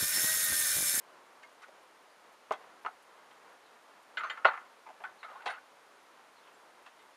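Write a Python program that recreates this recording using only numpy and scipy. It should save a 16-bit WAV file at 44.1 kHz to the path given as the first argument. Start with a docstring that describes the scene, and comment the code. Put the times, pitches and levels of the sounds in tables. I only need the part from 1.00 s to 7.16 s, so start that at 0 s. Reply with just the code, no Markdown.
"""Soles tap, creak and scuff as feet in glossy sneakers shift on a hard indoor floor, close to a small camera.
Blows and stick-slip bursts ring modes of sole and floor board; dragging soles rub without a break.
A metal zip pull tinkles in thin tones, and a bird far outside chirps in short gliding whistles.
Under it lie shaped noise for room and trouser cloth, circuit hiss, two thin tones and a faint
regular camera tick. A short, dull echo follows the feet, zip and bird."""
import sys
import numpy as np
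from scipy import signal
from scipy.fft import rfft, irfft
from scipy.io import wavfile
from scipy.ndimage import uniform_filter1d

SR = 44100
rng = np.random.default_rng(int(sys.argv[2]) if len(sys.argv) > 2 else 0)


def to_linear_factor(level_db):
    """Convert decibel levels (scalar or array-like) to linear amplitude factors."""
    exponent = np.asarray(level_db, float) / 20
    return 10 ** exponent


def master(y):
    """Save y as 16-bit WAV."""
    cut = np.clip(np.atleast_2d(y).T, -1, 1)
    pcm = np.round(cut * 32767)  # scale
    wavfile.write(sys.argv[1], SR, pcm.astype(np.int16))


N = 271656  # length in samples


def level(x, db):
    """Scale to an rms level."""
    return x * to_linear_factor(db) / np.sqrt(np.mean(x ** 2))


def to_peak(x, db):
    """Scale to a peak level."""
    return x * to_linear_factor(db) / np.max(np.abs(x))


def add(out, x, s):
    """Mix x into out from time s."""
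    i = max(int(s * SR), 0)
    out[i:i + len(x)] += x[:len(out) - i]


def resonance(f, hz, width_hz):
    """Complex response of one mode, gain 1 at its centre."""
    return 1j * f * width_hz / (hz ** 2 - f ** 2 + 1j * f * width_hz)


def lowpass(f, hz):
    """Complex response of a two-pole low-pass."""
    return hz ** 2 / (hz ** 2 - f ** 2 + 1j * f * hz)


def coloured(points):
    """Noise shaped by a spectrum of (frequency [Hz], density [dB]) points."""
    hz, db = np.transpose(points)
    f = np.maximum(np.fft.rfftfreq(N, 1 / SR), 1)
    gain = to_linear_factor(np.interp(np.log(f), np.log(hz), db))
    return irfft(rfft(rng.standard_normal(N)) * gain, N)


def walk(rate):
    """Random values, one per 1 / rate s with a slew between them; spread a little below 1."""
    k = int(SR / rate)
    held = np.repeat(rng.standard_normal(N // k + 1), k)
    return uniform_filter1d(held, k)[:N]


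def room():
    """Air and cloth noise whose level follows the movement and flutters."""
    # room noise and rustling cloth before the flutter: (time [s], rms level [dB])
    rustle = [(0.0, -60), (1.47, -61.5), (1.71, -57.5), (1.87, -61.5), (2.49, -58.5), (2.68, -60),
              (3.3, -59.5), (3.6, -60), (4.3, -60), (4.75, -60.5), (6.16, -61)]
    # shape of the noise spectrum: (frequency [Hz], relative density [dB per Hz])
    room_spectrum = [(18, -77), (30, -44), (64, -31.5), (148, -20.5), (236, -11), (420, -5), (479, -3.5),
                     (572, -2.5), (747, -3), (932, -1), (1020, -1), (1360, -4.5), (6000, -31.5),
                     (7800, -32.5), (13200, -120)]
    s, db = np.transpose(rustle)
    flutter_db = walk(14)
    return level(coloured(room_spectrum), 0) * to_linear_factor(np.interp(np.arange(N) / SR, s, db) + flutter_db)


def camera():
    """Circuit hiss, two thin tones and puffs of high noise at the ticks of two regular clocks."""
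    # shape of the circuit hiss: (frequency [Hz], relative density [dB per Hz])
    hiss_spectrum = [(300, -15.5), (1500, 6), (4000, -1), (7000, -6.5), (11000, -8.5), (12500, -15.5),
                     (15000, -15)]
    # circuit tones: (frequency [Hz], rms level [dB])
    whine_tones = [(6594, -88.5), (12080, -100)]
    tick_period_s, clock_starts_s = 0.5, (0.33, 0.03)
    tick_db, tick_spread_db, tick_half_width_s = -77.5, 3, 0.009
    t, f = np.arange(N) / SR, np.fft.rfftfreq(N, 1 / SR)
    times = np.concatenate([np.arange(s, N / SR, tick_period_s) for s in clock_starts_s])
    dbs = tick_db + tick_spread_db * rng.standard_normal(len(times))
    gate = sum(to_linear_factor(db) * np.exp(-((t - s) / tick_half_width_s) ** 2) for s, db in zip(times, dbs))
    tick_band = resonance(f, 11250, 600) ** 2 + 0.71 * resonance(f, 9000, 5000) ** 2
    ticks = level(irfft(rfft(rng.standard_normal(N)) * tick_band, N), 0) * gate
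    whine = sum(level(np.sin(2 * np.pi * hz * t), db) for hz, db in whine_tones)
    return level(coloured(hiss_spectrum), -66.5) + ticks + whine


def bird():
    """Short gliding whistles, blurred into a breathy band by distance."""
    # chirps before the blur:
    # (time [s], length [s], start frequency [Hz], end frequency [Hz], peak level [dB])
    chirps = [(1.067, .09, 4600, 4800, -72), (2.619, 0.088, 4400, 3600, -66),
              (4.184, 0.046, 4300, 3900, -61), (5.354, .05, 4400, 3800, -66), (5.417, .07, 3400, 3300, -67)]
    out = np.zeros(N)
    for s, length, start_hz, end_hz, db in chirps:
        u = np.linspace(0, 1, int(length * SR))
        phase = 2 * np.pi * np.cumsum(start_hz + (end_hz - start_hz) * u) / SR
        add(out, to_linear_factor(db) * np.sin(np.pi * u) * np.sin(phase), s)
    blur = 0.15 + walk(700)
    return out * blur


def zip_pull():
    """Thin metal tones of uneven level, held while the pull chatters, then ringing out."""
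    # zip pull touching its slider, before the chatter:
    # (time [s], frequency [Hz], level [dB], held time [s])
    tinkles = [(3.176, 7200, -64, .02), (3.178, 11150, -70, 0.019), (3.178, 6600, -67, 0.017),
               (3.235, 6255, -62, 0.05), (3.299, 7100, -55, 0.0053), (3.298, 3900, -61, .01),
               (3.18, 9800, -74, .02), (3.31, 9900, -72, .02), (4.24, 10900, -75, 0.019),
               (4.46, 9230, -66.5, 0.066), (5.535, 7470, -71, 0.015)]
    rise_s, t60_s = 0.0039, 0.06
    out, t = np.zeros(N), np.arange(SR // 5) / SR
    for s, hz, db, held in tinkles:
        shape = (1 - np.exp(-t / rise_s)) * to_linear_factor(-60 * np.maximum(t - held, 0) / t60_s)
        chatter = 1 + 0.5 * walk(144)[:len(t)]
        add(out, to_linear_factor(db) * shape * chatter * np.sin(2 * np.pi * hz * t), s)
    return out


def ring(f, centre_hz, upper_db):
    """Response of the sole at one spot: low modes near its centre speak most, upper ones by hardness."""
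    # sole modes before drift and scatter: (frequency [Hz], width [Hz], relative level [dB])
    sole_modes = [(578, 71, 6.5), (623, 74, 6.5), (721, 111, 4), (824, 69, 5.5), (899, 96, 2.5),
                  (1060, 80, 3), (1177, 74, 3), (1257, 102, 5), (1408, 56, 7), (1480, 87, 2),
                  (1555, 24, -6.5), (1975, 106, 2.5), (2004, 15, 14), (2144, 46, 2), (2410, 110, -2.5),
                  (2490, 120, -0.5), (2746, 205, 1), (2750, 210, 2), (3086, 34, 2), (3115, 310, -2),
                  (3600, 33, -1.5), (3900, 230, -9), (4000, 210, -24.5), (4500, 170, -6.5)]
    upper_hz, ring_octaves = 1950, 0.81
    mode_drift, mode_scatter_db = 0.044, 3.5  # drift as a share of the frequency
    hz, width_hz, db = np.transpose(sole_modes)
    scatter, drift = rng.standard_normal((len(hz), 2)).T
    gains = to_linear_factor(db + mode_scatter_db * scatter) * (-1) ** np.arange(len(hz))
    near = 1 / (1 + (np.log2(hz / centre_hz) / ring_octaves) ** 2) ** 2
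    # flexing shifts the modes a little each time
    shifted_hz = hz * (1 + mode_drift * drift)
    modes = [g * resonance(f, h, w) for g, h, w in zip(gains, shifted_hz, width_hz)]
    # the damped rubber itself gives one broad, quick pulse
    rubber = to_linear_factor(-2.5) * resonance(f, centre_hz, 0.56 * centre_hz)
    low_modes = sum(m * n for m, n, h in zip(modes, near, hz) if h < upper_hz)
    body = (rubber + low_modes) * lowpass(f, 1930)
    rasp = resonance(f, 3140, 3000) ** 2
    upper = (rasp + sum(m for m, h in zip(modes, hz) if h > upper_hz)) * to_linear_factor(upper_db)
    # a small sole radiates little bass, and soft rubber little treble
    return (body + upper) * (1j * f / (1j * f + 340)) ** 2 * lowpass(f, 4540) ** 3


def slips(size):
    """Dense stick-slip clicks of uneven size."""
    uneven_db = 2.5 * np.minimum(rng.exponential(size=size), 4)
    return rng.standard_normal(size) * to_linear_factor(uneven_db)


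def scrape():
    """Unbroken slips through the sole modes as a sole drags, fading and fluttering; modes shift at each grip."""
    # soles dragging, before the flutter:
    # (time [s], length [s], start rms level [dB], end rms level [dB], centre of the ring [Hz])
    drags = [(3.191, 0.1, -40.5, -45, 1400), (3.301, 0.16, -45.5, -63.5, 1400),
             (3.487, 0.18, -35, -65.5, 1240), (4.052, 0.073, -53.5, -68, 1320),
             (4.283, 0.179, -46.5, -56, 1070), (4.487, 0.11, -40.5, -57.5, 1330)]
    piece_s = 0.03  # pieces overlap by half, so a new grip comes every 15 ms
    size = 2 * int(piece_s * SR)
    out, f = np.zeros(N), np.fft.rfftfreq(size, 1 / SR)
    window = np.hanning(size // 2)
    for s, length, start_db, end_db, ring_hz in drags:
        for u in np.arange(0, length, piece_s / 2):
            rub = irfft(rfft(slips(size)) * ring(f, ring_hz, -22.5))
            rub = level(rub, start_db + (end_db - start_db) * u / length)
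            ending = min(1, (length - u) * 2 / piece_s)
            add(out, rub[:size // 2] * window * ending, s + u - piece_s / 4)
    return out * to_linear_factor(2.4 * walk(90))


def burst(t60):
    """Quick rise and fading tail of one contact."""
    t = np.arange(8192) / SR
    rise_s = 0.0025
    return (1 - np.exp(-t / rise_s)) * to_linear_factor(-60 * t / max(t60, 0.004))


def scuff(shape):
    """A broad, high hiss: noise under the given envelope through a wide resonance."""
    f = np.fft.rfftfreq(len(shape), 1 / SR)
    noise = shape * rng.standard_normal(len(shape))
    return irfft(rfft(noise) * resonance(f, 5850, 5500) ** 3)


def contact(peak_db, ring_hz, upper_db, board_db, thump_db, blow_db, t60):
    """A blow and a fading burst of slips ring the sole and the board, thump the floor and scuff."""
    # floor board: (frequency [Hz], width [Hz], relative level [dB])
    board_modes = [(263, 44, -21.5), (326, 25, -11.5), (458, 21, 4.5)]
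    blow_s = 0.001482
    shape = burst(t60)
    size = len(shape)
    f = np.fft.rfftfreq(size, 1 / SR)
    blow = to_linear_factor(blow_db) * (np.arange(size) == int(blow_s * SR))
    push = rfft(shape * slips(size) + blow)
    body = irfft(push * ring(f, ring_hz, upper_db))
    board_ring = sum(to_linear_factor(db) * resonance(f, hz, width_hz) for hz, width_hz, db in board_modes)
    board = irfft(push * board_ring * lowpass(f, 510) * 1j * f / (1j * f + 300))
    thump = irfft(push * resonance(f, 65, 116))
    # harder contacts hiss relatively less
    scuff_db = -32 - 0.5 * (peak_db + 35)
    tap = level(body, 0) + level(board, board_db)
    tap = tap + level(thump, thump_db) + level(scuff(shape), scuff_db)
    return to_peak(tap, peak_db)


def upper_scuffs():
    """Bright scuffs of the glossy upper: bursts of high hiss alone."""
    # (time [s], peak level [dB], fade t60 [s])
    scuffs = [(0.429, -61, 0.06), (0.619, -56, 0.13), (1.519, -44, 0.056), (4.456, -47.5, 0.14),
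              (4.497, -54, 0.085), (5.86, -63, 0.07)]
    out = np.zeros(N)
    for s, peak_db, t60 in scuffs:
        add(out, to_peak(scuff(burst(t60)), peak_db), s)
    return out


def creaks():
    """Creaks of the flexing sole, mostly slips."""
    # (time [s], peak level [dB], centre of the ring [Hz], gain of upper modes [dB], slips fade t60 [s])
    creak_events = [(0.429, -44, 1480, -12, 0.048), (0.618, -48, 1370, -7, 0.077),
                    (0.632, -42.5, 1380, -14, 0.063), (0.682, -47, 530, -31, 0.029),
                    (1.52, -29.5, 1260, -11.5, 0.031), (1.533, -36.5, 900, -16, 0.045),
                    (1.608, -50, 650, -21, 0.062), (1.639, -47.5, 700, -21, 0.045),
                    (1.879, -39.5, 686, -32, 0.027), (2.305, -48, 870, -15.5, 0.18),
                    (3.17, -24.5, 1350, -6, 0.08), (3.203, -33, 1510, -16, 0.064),
                    (3.233, -25, 1340, -18, 0.11), (3.297, -26, 1660, -14.5, 0.077),
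                    (3.372, -35.5, 1370, -32, 0.056), (3.446, -11, 1220, -23.5, 0.054),
                    (3.468, -23, 1060, -17, 0.06), (3.532, -30.5, 1340, -30, 0.089),
                    (3.575, -33.5, 1290, -31, 0.023), (3.655, -51, 875, -16.5, 0.07),
                    (3.864, -41, 870, -24, 0.062), (3.888, -39.5, 774, -40, 0.034),
                    (4.003, -42.5, 794, -31, 0.054), (4.016, -44, 700, -27, 0.04),
                    (4.037, -31.5, 1310, -23, 0.045), (4.05, -33, 1340, -37, 0.033),
                    (4.229, -32, 1380, -12, 0.048), (4.241, -35.5, 1230, -15, 0.099),
                    (4.42, -47, 1360, -7, 0.038), (4.457, -27, 845, -12.5, 0.15),
                    (4.497, -32.5, 1480, -15, 0.13), (5.472, -48.5, 1090, -9, 0.078),
                    (5.86, -42.5, 1200, -13.5, 0.075), (5.99, -52.5, 1500, -7, 0.13)]
    out = np.zeros(N)
    for s, peak_db, ring_hz, upper_db, t60 in creak_events:
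        creak = contact(peak_db, ring_hz, upper_db, board_db=-28, thump_db=-41, blow_db=14, t60=t60)
        add(out, creak, s)
    return out


def knocks():
    """Heel and toe knocks: mostly one blow and its two weaker bounces."""
    # (time [s], first peak level [dB], centre of the ring [Hz], gain of upper modes [dB],
    #  board level against the sole [dB])
    knock_events = [(1.507, -20.5, 910, -26, -6), (1.848, -28, 820, -27, -13),
                    (1.861, -25.5, 1200, -23, -18.5), (3.452, -6.5, 810, -19.5, -35),
                    (3.483, -20.5, 1130, -34, -31), (3.901, -42.5, 640, -36, -32),
                    (4.462, -25.5, 824, -14.5, -24), (4.476, -27, 880, -10.5, -28)]
    bounce_s, bounce_db = 0.005, -5  # step from each blow to the next
    out = np.zeros(N)
    for s, peak_db, ring_hz, upper_db, board_db in knock_events:
        for k in range(3):
            knock = contact(peak_db + k * bounce_db, ring_hz, upper_db, board_db,
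                            thump_db=-38, blow_db=32.5, t60=0.014)
            add(out, knock, s + k * bounce_s)
    return out


def echo(x):
    """A small furnished room: a short, dull, diffuse tail."""
    t60_s, rise_s, top_hz, echo_db = 0.14, 0.0067, 2960, -16.5
    t = np.arange(SR // 2) / SR
    tail = rng.standard_normal(len(t)) * to_linear_factor(-60 * t / t60_s) * (1 - np.exp(-t / rise_s))
    tail = signal.lfilter(*signal.butter(1, top_hz, fs=SR), tail)
    tail = tail / np.sqrt(np.sum(tail ** 2))
    return signal.fftconvolve(x, tail)[:N] * to_linear_factor(echo_db)


def scene():
    """Near sounds and the bird with their echo over the steady noise."""
    feet = creaks() + knocks() + upper_scuffs() + scrape()
    echoing = feet + zip_pull() + bird()
    return (echoing + echo(echoing) + room() + camera())[None]


def top_cut(x):
    """Nothing passes above the cut-off."""
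    return signal.sosfilt(signal.butter(12, 15160, fs=SR, output="sos"), x)


def record(dry):
    """Two narrow dips from the microphone housing and a closed top."""
    # dips: (frequency [Hz], width [Hz], gain at the centre [dB])
    housing_dips = [(7850, 130, -11), (11920, 150, -14)]
    top_hz = 15050
    f = np.fft.rfftfreq(N, 1 / SR)
    dips_db = sum(db * np.exp(-((f - hz) / width_hz * 2) ** 2) for hz, width_hz, db in housing_dips)
    mix = irfft(rfft(dry) * to_linear_factor(dips_db) * (f < top_hz), N)
    return top_cut(mix)


dry = scene()
out = record(dry)
master(out)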